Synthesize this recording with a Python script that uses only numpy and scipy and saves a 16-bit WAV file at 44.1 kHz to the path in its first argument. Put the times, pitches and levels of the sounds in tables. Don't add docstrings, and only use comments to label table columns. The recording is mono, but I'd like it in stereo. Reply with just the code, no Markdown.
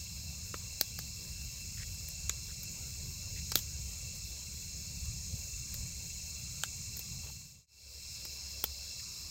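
import sys
import numpy as np
from scipy import signal
from scipy.fft import rfft, irfft, next_fast_len
from scipy.io import wavfile
from scipy.ndimage import uniform_filter1d, map_coordinates

SR = 44100
rng = np.random.default_rng(int(sys.argv[2]) if len(sys.argv) > 2 else 0)


def unload_wav(signal):
    wavfile.write(
        sys.argv[1],
        SR,
        np.round(np.clip(np.atleast_2d(signal).T, -1, 1) * 32767).astype(np.int16),
    )


N = 410130

# (time [s], level [dB])
DRAUGHT_DB = [(0, -52), (1.3, -49), (3.5, -46), (4.5, -51), (5.5, -47), (6.3, -53), (7.2, -51)]
# (time [s], length [s], rumble change [dB], flutter change [dB])
FLARES = [(2.21, 0.11, 6, 1.5), (5.083, .2, 5.5, 0), (5.344, 0.021, 0, 11), (5.82, 0.23, 7.5, -0.5)]
# (frequency [Hz], density [dB per Hz])
FLAME_SPECTRUM = [(13, -28), (22, -17), (54, -3), (75, 0), (173, -7), (258, -25.5), (400, -38), (520, -69),
                  (880, -120)]
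# (frequency [Hz], density [dB per Hz])
STEAM_SPECTRUM = [(8000, -34), (10000, -15), (11200, -2.5), (12400, 5), (15600, 6), (16000, -4)]
# (song [Hz], width scale [Hz],
# wing strokes [1/s], stroke depth [-], level before the fade's low point [dB], level after it [dB],
# left-right [dB])
CRICKETS = [(2681, 81, 11, 0.3, -58, -58, -4), (2357, 340, 20, 0.4, -62, -62.5, 0)]
KATYDIDS = [(4140, 258, 29, 0.14, -53.5, -51, -5), (4810, 750, 100, 0.35, -59.5, -52.5, -7.5),
            (5294, 530, 69, 0.13, -50, -47.5, -3.5), (6694, 890, 23, 0.22, -47.5, -50.5, -3.5),
            (7450, 1230, 99, 0.29, -50.5, -53.5, 0)]
# (time [s], gain [dB])
SWELL_DB = [(0, -.5), (1.5, 0), (3, 1), (4.5, 1), (5.5, 2.5), (6.7, 2), (7.3, 0.5), (9.3, 2)]
# (frequency [Hz], relative level [dB])
WHINES = [(4412, -66.5), (4485, -63), (7130, -76), (7950, -70.5)]
# (frequency [Hz], density [dB per Hz])
AIR_SPECTRUM = [(150, 7), (300, 0.5), (550, 3), (830, -5.5), (1050, -2), (1400, -7), (1600, -4.5),
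                (1900, -8.5), (3100, -2.5), (3500, 1.5), (8500, -1), (10000, -5.5), (16000, -24)]
# (time [s], thud [dB], knock [dB], snap [dB], spit [dB], knock [Hz], snap [Hz],
# base t60 [s], left-right [dB]); noise bursts scale the base t60, damped modes have fixed decays
POPS = [(0.5416, -43.5, -37, -45, -60, 1370, 3270, 0.011, -1.5),
        (0.811, -39, -35.5, -24.5, -23.5, 1870, 4560, 0.0073, -4.5),
        (0.989, -50, -44.5, -39.5, -39, 1590, 4800, .013, 0),
        (2.086, -65, -58, -50, -40, 2090, 6240, .01, 13),
        (2.295, -45.5, -33, -29.5, -40, 1850, 6740, 0.0067, -2.5),
        (2.6317, -67, -58, -46, -42.5, 1690, 6500, 0.022, -4),
        (3.5175, -51, -40, -31, -41, 1160, 4760, 0.019, -1),
        (3.5554, -36, -34.5, -21, -22.5, 2000, 4170, .008, -6),
        (3.57, -52, -56, -36, -31.5, 1420, 3340, .09, -18.5),
        (3.589, -63, -58, -39, -41, 1370, 6300, .027, 4),
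        (5.7415, -60, -56, -40.5, -38, 1480, 4300, .016, 2),
        (6.6353, -54, -31, -28, -39, 1330, 3570, .0065, -1.5),
        (6.969, -61, -57, -49, -38, 1980, 5470, .016, -1.5),
        (6.992, -58, -64, -41, -37, 1480, 6460, .02, -3),
        (8.251, -53.5, -54, -41.5, -44, 1080, 5120, .016, -3),
        (8.6398, -44, -37, -32, -25.5, 850, 3220, .01, -0.5)]
# (time [s], length [s], level [dB], pitch [Hz], left-right [dB])
CRUMBLES = [(1.77, 0.066, -55.5, 1850, 5), (2.48, 0.035, -62, 1560, 0), (3.359, 0.041, -56, 2110, 6),
            (7.234, .07, -60, 684, -8.5), (8.995, 0.0087, -53, 1950, -4)]
# (time [s], gain [-])
FADE = [(0, 1), (7.2, 0.99), (7.665, 0.0055), (8.13, 1), (9.3, 1)]

FLUTTER_DB, FLUTTER_FOLLOWS = -52, 0.38
LOW_RUMBLE_DB, LOW_FLUTTER_DB = -57, -62
HUM_WAVER_DB = 2.5
POP_LEAD_MS = 0.14
HOLLOW_HZ, HOLLOW_WIDTH_HZ, HOLLOW_DB = 9800, 1140, -5.5
TICKS_PER_S, TICK_WIDTH_HZ, TICK_T60_S = 200, 740, 0.02
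TOP_HZ = 15850


def amp(db):
    return 10 ** (np.asarray(db) / 20)


def unit(x):
    return x / np.sqrt(np.mean(x ** 2) + 1e-20)


def sized(x):
    return unit(x) * np.sqrt(0.005 * SR / x.shape[-1])


def curve(rows):
    return np.interp(np.arange(N) / SR, *np.transpose(rows))


def change(first, later):
    return np.where(np.arange(N) / SR < FADE[2][0], first, later)


def wobble(rate_hz):
    knots = rng.standard_normal(int(N * rate_hz / SR) + 4)
    coarse = np.arange(0, N + 64, 64)
    smooth = map_coordinates(knots, [coarse * rate_hz / SR])
    return np.interp(np.arange(N), coarse, smooth)


def filtered(x, response):
    n = x.shape[-1]
    m = next_fast_len(n + 4096)
    spectrum = rfft(x, m) * response(np.fft.rfftfreq(m, 1 / SR))
    return irfft(spectrum, m)[..., :n]


def colour(points):
    f, db = np.transpose(points)
    return lambda hz: amp(np.interp(np.log(hz + 1), np.log(f), db, left=-120, right=-120))


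def pan(db):
    return unit(amp([[db / 2], [-db / 2]]))


def lead(x, ms):
    delays_s = np.array([[max(-ms, 0)], [max(ms, 0)]]) / 1000
    return filtered(x, lambda hz: np.exp(-2j * np.pi * hz * delays_s))


def pair(alike, size=N):
    common, *own = rng.standard_normal((3, size))
    alike = np.clip(alike, 0, 1)
    return np.sqrt(alike) * common + np.sqrt(1 - alike) * np.array(own)


def add(track, time_s, sound):
    part = track[:, round(time_s * SR):][:, :sound.shape[1]]
    part += sound[:, :part.shape[1]]


def flames(puff_db=1.0, sway_db=1.5, split_hz=95):
    t = np.arange(N) / SR
    draught_db = curve(DRAUGHT_DB)
    follow_db = FLUTTER_FOLLOWS * (draught_db - draught_db.mean())
    deep_db = change(draught_db, LOW_RUMBLE_DB)
    flutter_db = change(FLUTTER_DB + follow_db, LOW_FLUTTER_DB)
    for time_s, length_s, deep_change_db, flutter_change_db in FLARES:
        swell = np.exp(-(2 * (t - time_s) / length_s) ** 2)
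        deep_db = deep_db + deep_change_db * swell
        flutter_db = flutter_db + flutter_change_db * swell

    def low(hz):
        return 1 / (1 + (hz / split_hz) ** 8)

    def roar(share):
        noise = filtered(pair(0.95), lambda hz: colour(FLAME_SPECTRUM)(hz) * np.sqrt(share(hz)))
        return unit(noise * amp(puff_db * wobble(15) + sway_db * wobble(6)))

    rumble = roar(low) * amp(deep_db)
    flutter = roar(lambda hz: 1 - low(hz)) * amp(flutter_db)
    return lead(rumble + flutter, 0.1) * pan(-1.4)


def steam(flicker_db=1.2):
    hiss = unit(filtered(pair(0.17), colour(STEAM_SPECTRUM)))
    level_db = change(-57.0, -58.0) + flicker_db * wobble(25) + 0.26 * wobble(3.9)
    return hiss * amp(level_db) * pan(-1.3)


def choir(row, waver_db, count=2):
    song_hz, width_hz, strokes_hz, depth, first_db, later_db, side_db = row
    effort = 0
    for _ in range(count):
        pace_hz = strokes_hz * (1 + 0.049 * rng.standard_normal() + 0.0696 * wobble(4))
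        cycles = np.cumsum(pace_hz) / SR + rng.random()
        effort = effort + np.exp(depth * np.cos(2 * np.pi * cycles))
    wing = lambda hz: (1 + ((hz - song_hz) / width_hz) ** 2 * 1.23) ** -1.5
    song = unit(filtered(rng.standard_normal((2, N)) * effort, wing))
    return song * amp(change(first_db, later_db) + waver_db * wobble(4)) * pan(side_db)


def whines(waver_hz=9):
    notes = np.zeros(N)
    for hz, db in WHINES:
        phase = 2 * np.pi * np.cumsum(hz + waver_hz * wobble(30)) / SR
        notes += amp(db + 2.8 * wobble(6.8)) * np.sin(phase)
    return notes * change(0.95, 0) * pan(-9.5)


def insects():
    crickets = sum(choir(row, waver_db=0.8) for row in CRICKETS)
    rasps = [choir(row, waver_db=0.82) for row in KATYDIDS]
    highest = sum(rasps[3:]) * amp(curve(SWELL_DB))
    return crickets + sum(rasps[:3]) + highest + whines()


def night(hum_hz=68, hum_db=-57, patchy_db=3.0):
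    z = signal.stft(pair(0.13), nperseg=512)[2]
    patches = uniform_filter1d(rng.standard_normal(z.shape[1:]), size=3, axis=0)
    patches = uniform_filter1d(patches, size=14, axis=1)
    drifting = signal.istft(z * amp(patchy_db * unit(patches)), nperseg=512)[1][:, :N]
    air = unit(filtered(drifting, colour(AIR_SPECTRUM))) * amp(-56.0) * pan(-0.87)
    hum_phase = 2 * np.pi * np.cumsum(hum_hz + 1.2 * wobble(4.5)) / SR
    hum = unit(np.sin(hum_phase) * amp(HUM_WAVER_DB * wobble(4.3)))
    return air + amp(hum_db) * hum


def burst(hz, width_hz, t60_s, alike, rise_s=0.00076):
    t = np.arange(SR // 12) / SR
    decay = amp(-60 * t / max(t60_s, 0.003))
    rub = pair(alike, size=len(t)) * decay * (1 - np.exp(-t / rise_s))
    b, a = signal.iirpeak(min(hz, SR * 0.45), hz / width_hz, SR)
    return sized(signal.lfilter(b, a, signal.lfilter(b, a, rub)))


def mode(hz, t60_s):
    t = np.arange(SR // 12) / SR
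    return sized(np.sin(2 * np.pi * hz * t) * amp(-60 * t / t60_s))


def crackle(rate_hz=22, level_db=-63, spread_db=2.5):
    out = np.zeros((2, N))
    for when, size, pitch, side in rng.random((int(rate_hz * N / SR), 4)):
        woody = burst(500 + 1500 * pitch, 1800, 0.005, alike=0.14) * amp(-9)
        bright = burst(8000 + 7000 * pitch, 6000, 0.0056, alike=0.33)
        gain = amp(level_db - spread_db * np.log(1.01 - size))
        add(out, when * N / SR, gain * (woody + bright) * pan(8 * side - 5))
    return out


def pops():
    out = np.zeros((2, N))
    for time_s, thud_db, knock_db, snap_db, spit_db, knock_hz, snap_hz, t60_s, side_db in POPS:
        push = burst(470, 590, t60_s * 1.16, alike=1.0)
        thud = amp(thud_db) * (mode(330, 0.014) * 0.57 + push)

        stick = burst(knock_hz, 2130, t60_s * 1.64, alike=0.81) * 1.03
        knock = amp(knock_db) * (stick - mode(knock_hz, 0.0084) * 0.3)

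        fibres = burst(snap_hz, 1400, t60_s, alike=0.13) * 0.86
        fibres = fibres + burst(4830, 6600, t60_s * 0.99, alike=0.49)
        snap = amp(snap_db) * (mode(snap_hz, 0.011) * 0.56 + fibres)

        puff = burst(14300, 4600, t60_s * 0.5, alike=0.19, rise_s=0.00011) * 0.88
        sizzle = burst(13200, 4500, t60_s * 2.2, alike=0.38) * 0.7
        spit = amp(spit_db) * (puff + sizzle)
        add(out, time_s, (thud + knock + snap + spit) * pan(side_db))
    hollow = lambda hz: amp(HOLLOW_DB * np.exp(-((hz - HOLLOW_HZ) / HOLLOW_WIDTH_HZ) ** 2))
    return lead(filtered(out, hollow), POP_LEAD_MS)


def crumbles(scatter_db=2, splinter_db=1):
    out = np.zeros((2, N))
    for start_s, length_s, level_db, hz, side_db in CRUMBLES:
        count = max(1, round(length_s * TICKS_PER_S))
        for k in range(count):
            woody = burst(hz, TICK_WIDTH_HZ, TICK_T60_S, alike=0.56)
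            splinter = amp(splinter_db) * burst(4300, 5000, 0.015, alike=0.3)
            time_s = start_s + length_s * (k + rng.random()) / count
            gain = amp(level_db + scatter_db * rng.standard_normal())
            add(out, time_s, gain * (woody + splinter) * pan(side_db))
    return out


def pit(x, wall_db=-13, air_db=-25, wall_t60_s=0.067, air_t60_s=0.054):
    t = np.arange(SR // 3) / SR

    def dying(t60_s):
        noise = rng.standard_normal((2, len(t)))
        return unit(noise * amp(-60 * t / t60_s) * (t > 0.002)) / np.sqrt(len(t))

    echo = amp(wall_db) * dying(wall_t60_s) + amp(air_db) * dying(air_t60_s)
    return x + signal.fftconvolve(x, echo, axes=1)[:, :N]


def scene():
    snapping = pit(pops() + crumbles() + crackle())
    return flames() + steam() + insects() + night() + snapping


def record(dry):
    return filtered(dry * curve(FADE), lambda hz: hz < TOP_HZ)


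dry = scene()
out = record(dry)
unload_wav(out)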